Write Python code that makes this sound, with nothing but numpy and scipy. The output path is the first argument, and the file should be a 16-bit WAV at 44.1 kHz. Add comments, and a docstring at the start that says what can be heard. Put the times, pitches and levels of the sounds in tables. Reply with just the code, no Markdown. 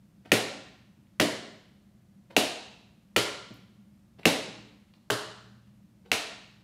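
"""Seven slow taps of metal-plated shoes on a plywood board in a tiled hallway, heard from the floor.
Each tap is a few metal contacts milliseconds apart, made of plate ring and a noisy crack,
and blows set the board's own tones ringing. Soles scuff the wood before the brushing taps; short puffs
of band noise, most of them faint, join in. The hard walls answer with a bright tail of echoes and fading
noise. Appliances hum low, as narrow bands of noise, under the microphone hiss."""
import sys
import numpy as np
from scipy import signal
from scipy.fft import rfft, irfft
from scipy.io import wavfile
from scipy.ndimage import uniform_filter1d

SR = 44100
rng = np.random.default_rng(int(sys.argv[2]) if len(sys.argv) > 2 else 0)


def unload_audio(sound):
    """Save the sound as a 16-bit wav file, at the path given as the first command line argument."""
    columns = np.transpose(np.atleast_2d(sound))
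    # keep every value between -1 and 1, then stretch to whole-number steps
    steps = np.round(np.clip(columns, -1, 1) * 32767)
    wavfile.write(sys.argv[1], SR, steps.astype(np.int16))


def magnitude_from_level(level_db):
    """Linear magnitude for a level in decibels (20 dB per decade)."""
    exponent = np.asarray(level_db, float) / 20
    return 10 ** exponent


N = 292383  # length of the scene in samples

# All levels are relative: later stages add to them.
# Toe plate swept across the wood. Each row: start in seconds, level in dB, plate pitch at first touch in Hz,
# length of the roll in seconds, brightness of the crack in dB per octave.
BRUSHES = [(0.3181, -7.5, 2290, 0.0021, 2.5), (2.3655, -7, 2680, .0026, 2),
           (4.2546, -6.5, 2204, .0024, 1.6), (6.1166, -9.5, 2360, .0015, 0)]
# Foot set down with weight. Each row: the same columns as the brushes.
STEPS = [(1.1993, -10, 1995, 0.0027, 1.1), (3.1625, -9, 2155, .0038, 0.83),
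         (5.1015, -13.5, 1410, .0046, 0.75)]
# The plate rolls from edge to flat, one touch a row. Each row: share of the roll time gone by,
# how flat the plate lies from 0 to 1, ring level in dB, crack level in dB.
BRUSH_ROLL = [(0, 0, -3, -0.5), (1.0, 1.0, -1, -2), (1.8, 0.99, -16, -7.5)]
STEP_ROLL = [(0, 0, -4, -7), (.3, .3, -5, -6), (.55, .1, -7.5, -6.5), (1.0, 0.96, -2.5, 2.35)]
BRUSH_FLAT_HZ, STEP_FLAT_HZ = 2700, 2990  # plate pitch once it lies flat
# Tones of the metal plate. Each row: multiple of its pitch, level in dB, time to fall 60 dB in seconds.
PLATE_TONES = [(1.0, 2.5, 0.0056), (1.448, -10, 0.004), (2.402, -17, .005)]
# Colour of metal cracking on wood. Each row: frequency in Hz, level in dB.
CRACK_COLOUR = [(300, -28.5), (1200, -15), (2500, 1.7), (4500, 7), (6500, 4), (9000, -2.6), (12000, -4.5),
                (16000, -14)]

# Blows on the board. Each row: start in seconds, level in dB, tilt in dB per octave,
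# weight from 0 to 1, spot struck as a share of the board length.
BLOWS = [(0.3183, -20, 1.25, 0.67, .33), (1.198, -21, -2, 0.78, 0.3), (2.366, -23, 2.1, 0.2, .31),
         (3.1627, -23, -1.1, 1, .76), (3.503, -51, -10.5, .05, .3), (4.255, -19, -2.15, 0, .32),
         (5.1017, -27.5, -2, 0.9, 0.725), (6.1171, -29.5, 6.8, 0, 0.35)]
# Ringing modes of the board. Each row: frequency in Hz, level in dB, time to fall 60 dB in seconds.
BOARD_MODES = [(115, -2, 0.24), (133, -6.5, 0.12), (175, 1, 0.098), (222, 0, 0.14), (268, -4.5, 0.23),
               (296, -4.5, 0.18), (334, -5, .15), (381.6, -5.5, 0.13), (420.8, -5, 0.14), (462, 0, 0.05),
               (551, -1, 0.052), (626, 0.5, .06), (718, 3.5, 0.033), (992, -4.5, 0.033),
               (1144, -3.5, 0.015), (1390, -7.5, 0.054), (1844, -2.5, 0.023)]
# How a landing drives the board, glancing or weighted. Each row: frequency in Hz, level in dB.
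GLANCING = [(110, -18), (250, -4.5), (430, -2), (680, 0.2), (1300, -6)]
WEIGHTED = [(110, -10), (250, -3), (430, 0.1), (680, -2), (1300, 8)]
NODE_LEAK = 0.23  # what a mode still gives when struck on its still line

# Soles grazing the wood just before a brush. Each row: time of the peak in seconds, level in dB.
SCUFFS = [(.263, -54), (2.314, -55), (4.197, -55), (6.064, -59)]
# Colour of the scuffs. Each row: frequency in Hz, level in dB.
SCUFF_COLOUR = [(100, -9), (300, 8), (550, 8), (1000, -6), (2700, -5), (5000, -19), (9000, -36),
                (16000, -54)]
SCUFF_RISE_S, SCUFF_FALL_S = 0.011, 0.005
# Short puffs of band noise, most of them faint. Each row: start in seconds, level in dB,
# centre in Hz, width in Hz.
PUFFS = [(0.294, -62, 2600, 2000), (1.069, -71.5, 2194, 1480), (3.54, -69, 12840, 6015),
         (3.547, -83, 11480, 6000), (3.565, -82.5, 12040, 7070), (4.232, -48, 2400, 1496),
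         (4.938, -61, 2800, 3060), (5.674, -70.5, 2930, 2440)]

# First echoes from the walls. Each row: delay in seconds, level in dB.
ECHOES = [(.0071, -14), (.0105, -13), (0.0164, -12), (.0185, -13), (.024, -13)]
# How long the hallway rings. Each row: frequency in Hz, time to fall 60 dB in seconds.
HALL_FADE = [(100, 1), (300, 0.94), (800, 0.53), (2000, 0.37), (5000, 0.26), (9000, 0.27), (15000, 0.31)]
# Colour of the whole ringing tail. Each row: frequency in Hz, level in dB.
TAIL_COLOUR = [(100, -5), (300, -7.5), (800, 1.8), (1500, -2.5), (2600, -8), (4000, 3.65), (6500, 0.7),
               (10000, 5.5), (15000, -2)]
# The larger rooms beyond ring on. Each row: frequency in Hz, time to fall 60 dB in seconds.
BEYOND_FADE = [(200, 0.25), (1000, 0.79), (4000, 0.76), (8000, 0.61), (12000, 0.32), (15500, .28)]
BEYOND_DB = 4  # energy of the rooms beyond, against the hallway
DIRECT_DB = 3  # sound that reaches the microphone without a reflection

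# Colour of the rumble and hiss. Each row: frequency in Hz, level in dB per Hz, before evening out.
AIR_COLOUR = [(18, -50.5), (30, -22), (43, -15.5), (90, -12), (109, -9.5), (174, -9.5), (204, 0),
              (266, -23.5), (295, -15.5), (461, -34.5), (512, -27), (889, -34.5), (1590, -37.5),
              (14800, -49), (16000, -58)]
AIR_DB = -58.5
# Wavering appliance tones. Each row: centre in Hz, width in Hz, level in dB.
HUMS = [(64, 4.8, -76.5), (118, 1.5, -66.5), (183, 33, -76)]


def evened(x):
    """Scale a sound to an average (rms) strength of 1."""
    return x / np.sqrt(np.mean(x ** 2) + 1e-20)


def read_curve(points, hz):
    """Read a table between its points, on a logarithmic frequency scale."""
    table_hz, value = np.transpose(points)
    return np.interp(np.log(hz + 1), np.log(table_hz + 1), value)


def add(mix, start_s, sound):
    """Lay a sound into the mix at its start time, cut off at the end of the mix."""
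    part = mix[round(start_s * SR):][:len(sound)]
    part += sound[:len(part)]


def ring(hz, db, t60):
    """One dying tone: a sine that falls 60 dB in t60 seconds."""
    t = np.arange(SR // 2) / SR
    return magnitude_from_level(db - 60 * t / t60) * np.sin(2 * np.pi * hz * t)


def coloured(points, size):
    """Noise with the given balance of bass and treble, at rms 1."""
    hz = np.fft.rfftfreq(size, 1 / SR)
    spectrum = rfft(rng.standard_normal(size)) * magnitude_from_level(read_curve(points, hz))
    return evened(irfft(spectrum, size))


def strike(plate_db, pitch_hz, crack_db, tilt_db):
    """One metal contact: the powers of plate ring and broad crack add up, in a pulse that starts at once."""
    hz = np.fft.fftfreq(2048, 1 / SR)
    power = np.zeros(2048)
    for multiple, db, t60 in PLATE_TONES:
        tone = ring(multiple * pitch_hz, plate_db + db, t60)[:2048]
        power += abs(np.fft.fft(tone)) ** 2
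    octaves = np.log2(np.maximum(abs(hz), 1500) / 4000)
    power += magnitude_from_level(2 * (crack_db + read_curve(CRACK_COLOUR, abs(hz)) + tilt_db * octaves))
    # minimum phase: these phases put the energy as early as the colour allows
    level = np.log(power) / 2
    phase = -signal.hilbert(level).imag
    return np.fft.ifft(np.exp(level + 1j * phase)).real[:1024]


def touches(roll, flat_hz, start_s, db, edge_hz, roll_s, tilt_db):
    """The contacts of one tap; the plate rings higher the flatter it lies."""
    contacts = []
    for share, flat, ring_db, crack_db in roll:
        pitch_hz = edge_hz * (flat_hz / edge_hz) ** flat
        contact = strike(db + ring_db, pitch_hz, db + crack_db, tilt_db)
        contacts.append((start_s + share * roll_s, contact))
    return contacts


def knock(blow_db, tilt_db, weight, spot):
    """The blow spreads through the board, so each mode sets in a little apart and the bass builds slowly."""
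    t = np.arange(SR // 2) / SR
    out = np.zeros(SR)
    lowest_hz = BOARD_MODES[0][0]
    for k, (hz, db, t60) in enumerate(BOARD_MODES):
        landing_db = (1 - weight) * read_curve(GLANCING, hz) + weight * read_curve(WEIGHTED, hz)
        drive_db = blow_db + tilt_db * np.log2(hz / 430) + landing_db
        # the spot struck decides how strongly each mode answers
        shape = np.hypot(NODE_LEAK, np.sin(np.pi * spot * np.sqrt(hz / lowest_hz)))
        build_up = np.minimum(t * hz / 0.5, 1)  # over half a cycle
        mode = (-1) ** k * shape * ring(hz, db + drive_db, t60) * build_up
        add(out, rng.uniform(0, 0.4) / hz, mode)
    return out[:SR // 2]


def scuff(db, rise, fall):
    """Gritty friction noise that swells and fades."""
    t = np.arange(8192) / SR - 3 * rise  # zero at the peak
    stroke = np.where(t < 0, np.exp(-(t / rise) ** 2), np.exp(-t / fall))
    grit = magnitude_from_level(3 * evened(uniform_filter1d(rng.standard_normal(8192), size=60)))
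    return magnitude_from_level(db) * stroke * grit * coloured(SCUFF_COLOUR, size=8192)


def puff(db, hz, width):
    """Band noise that starts at once and dies away at 60 dB in 26 milliseconds, cut off just before."""
    band = [(20, -40), (max(hz - width, 200), -12), (hz, 0), (hz + width, -12), (hz + 3 * width, -45)]
    t = np.arange(1024) / SR
    return magnitude_from_level(db - 60 * t / 0.026) * coloured(band, size=1024)


def feet():
    """Every dry sound ahead of the echoes, with its start time."""
    sounds = []
    for row in BRUSHES:
        sounds += touches(BRUSH_ROLL, BRUSH_FLAT_HZ, *row)
    for row in STEPS:
        sounds += touches(STEP_ROLL, STEP_FLAT_HZ, *row)
    sounds += [(start_s, knock(*row)) for start_s, *row in BLOWS]
    for peak_s, db in SCUFFS:
        sounds.append((peak_s - 3 * SCUFF_RISE_S, scuff(db, SCUFF_RISE_S, SCUFF_FALL_S)))
    sounds += [(start_s, puff(*row)) for start_s, *row in PUFFS]
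    return sounds


def fading(t60s, hz, t):
    """Power over bands and time: each band dies at its own speed with energy 1."""
    t60 = read_curve(t60s, hz)[:, None]
    energy = t60 * SR / (6 * np.log(10))
    return magnitude_from_level(-120 * t / t60) / energy


def hallway(dry):
    """Each sound leaves the shoe in other directions, so it meets its own set of reflections."""
    t = np.arange(SR) / SR
    # the tail: noise whose bands fade at different speeds
    hz, frames, noise = signal.stft(rng.standard_normal(SR), SR, nperseg=256)
    power = fading(HALL_FADE, hz, frames) + magnitude_from_level(2 * BEYOND_DB) * fading(BEYOND_FADE, hz, frames)
    tail = noise * np.sqrt(power) * magnitude_from_level(read_curve(TAIL_COLOUR, hz))[:, None]
    answer = signal.istft(tail, SR, nperseg=256)[1][:SR]
    answer *= np.clip((t - 0.002) / 0.0091, 0, 1)  # reflections thicken gradually
    for delay_s, db in ECHOES:
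        # doors and louvres break each echo up
        smear = rng.standard_normal(64) * np.exp(-t[:64] / 0.00052)
        echo = magnitude_from_level(db) * smear / np.linalg.norm(smear)
        add(answer, delay_s * rng.uniform(0.94, 1.02), echo)
    # the direct path skims the floor and loses treble
    grazing = np.exp(-t[:64] * 2 * np.pi * 16000)
    answer[:64] += magnitude_from_level(DIRECT_DB) * grazing / grazing.sum()
    # treble scattered by shoe and tiles
    scattered = np.diff(rng.standard_normal(513))
    answer[:512] += magnitude_from_level(-16 - 60 * t[:512] / 0.02) * scattered
    return signal.fftconvolve(dry, answer)


def background():
    """Rumble and hiss, with narrow bands of noise for the hums."""
    hz = np.fft.rfftfreq(N, 1 / SR)
    out = magnitude_from_level(AIR_DB) * coloured(AIR_COLOUR, size=N)
    for centre_hz, width_hz, db in HUMS:
        band = np.exp(-((hz - centre_hz) / width_hz) ** 2)
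        hum = irfft(rfft(rng.standard_normal(N)) * band, N)
        out += magnitude_from_level(db) * evened(hum)
    return out


def scene():
    """Feet, their echoes and the house."""
    steps = np.zeros(N)
    for start_s, dry in feet():
        add(steps, start_s, hallway(dry))
    # the board radiates little below its lowest mode
    bass_cut = signal.butter(4, 80, "high", fs=SR, output="sos")
    steps = signal.sosfilt(bass_cut, steps)
    return (steps + background())[None]


def low_pass(x):
    """Removes everything above the highest recorded frequency."""
    return signal.sosfilt(signal.butter(12, 17000, fs=SR, output="sos"), x)


def record(dry):
    """Deep bass and the treble above 16 kHz are filtered out and the highest peaks rounded off."""
    ceiling = 0.9  # full scale is 1
    bass_cut = signal.butter(2, 45, "high", fs=SR, output="sos")
    treble_cut = signal.cheby2(14, 40, 16100, "low", fs=SR, output="sos")
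    heard = signal.sosfilt(bass_cut, dry)
    heard = ceiling * np.tanh(heard / ceiling)
    heard = signal.sosfilt(treble_cut, heard)
    return low_pass(heard)


dry = scene()
out = record(dry)
unload_audio(out)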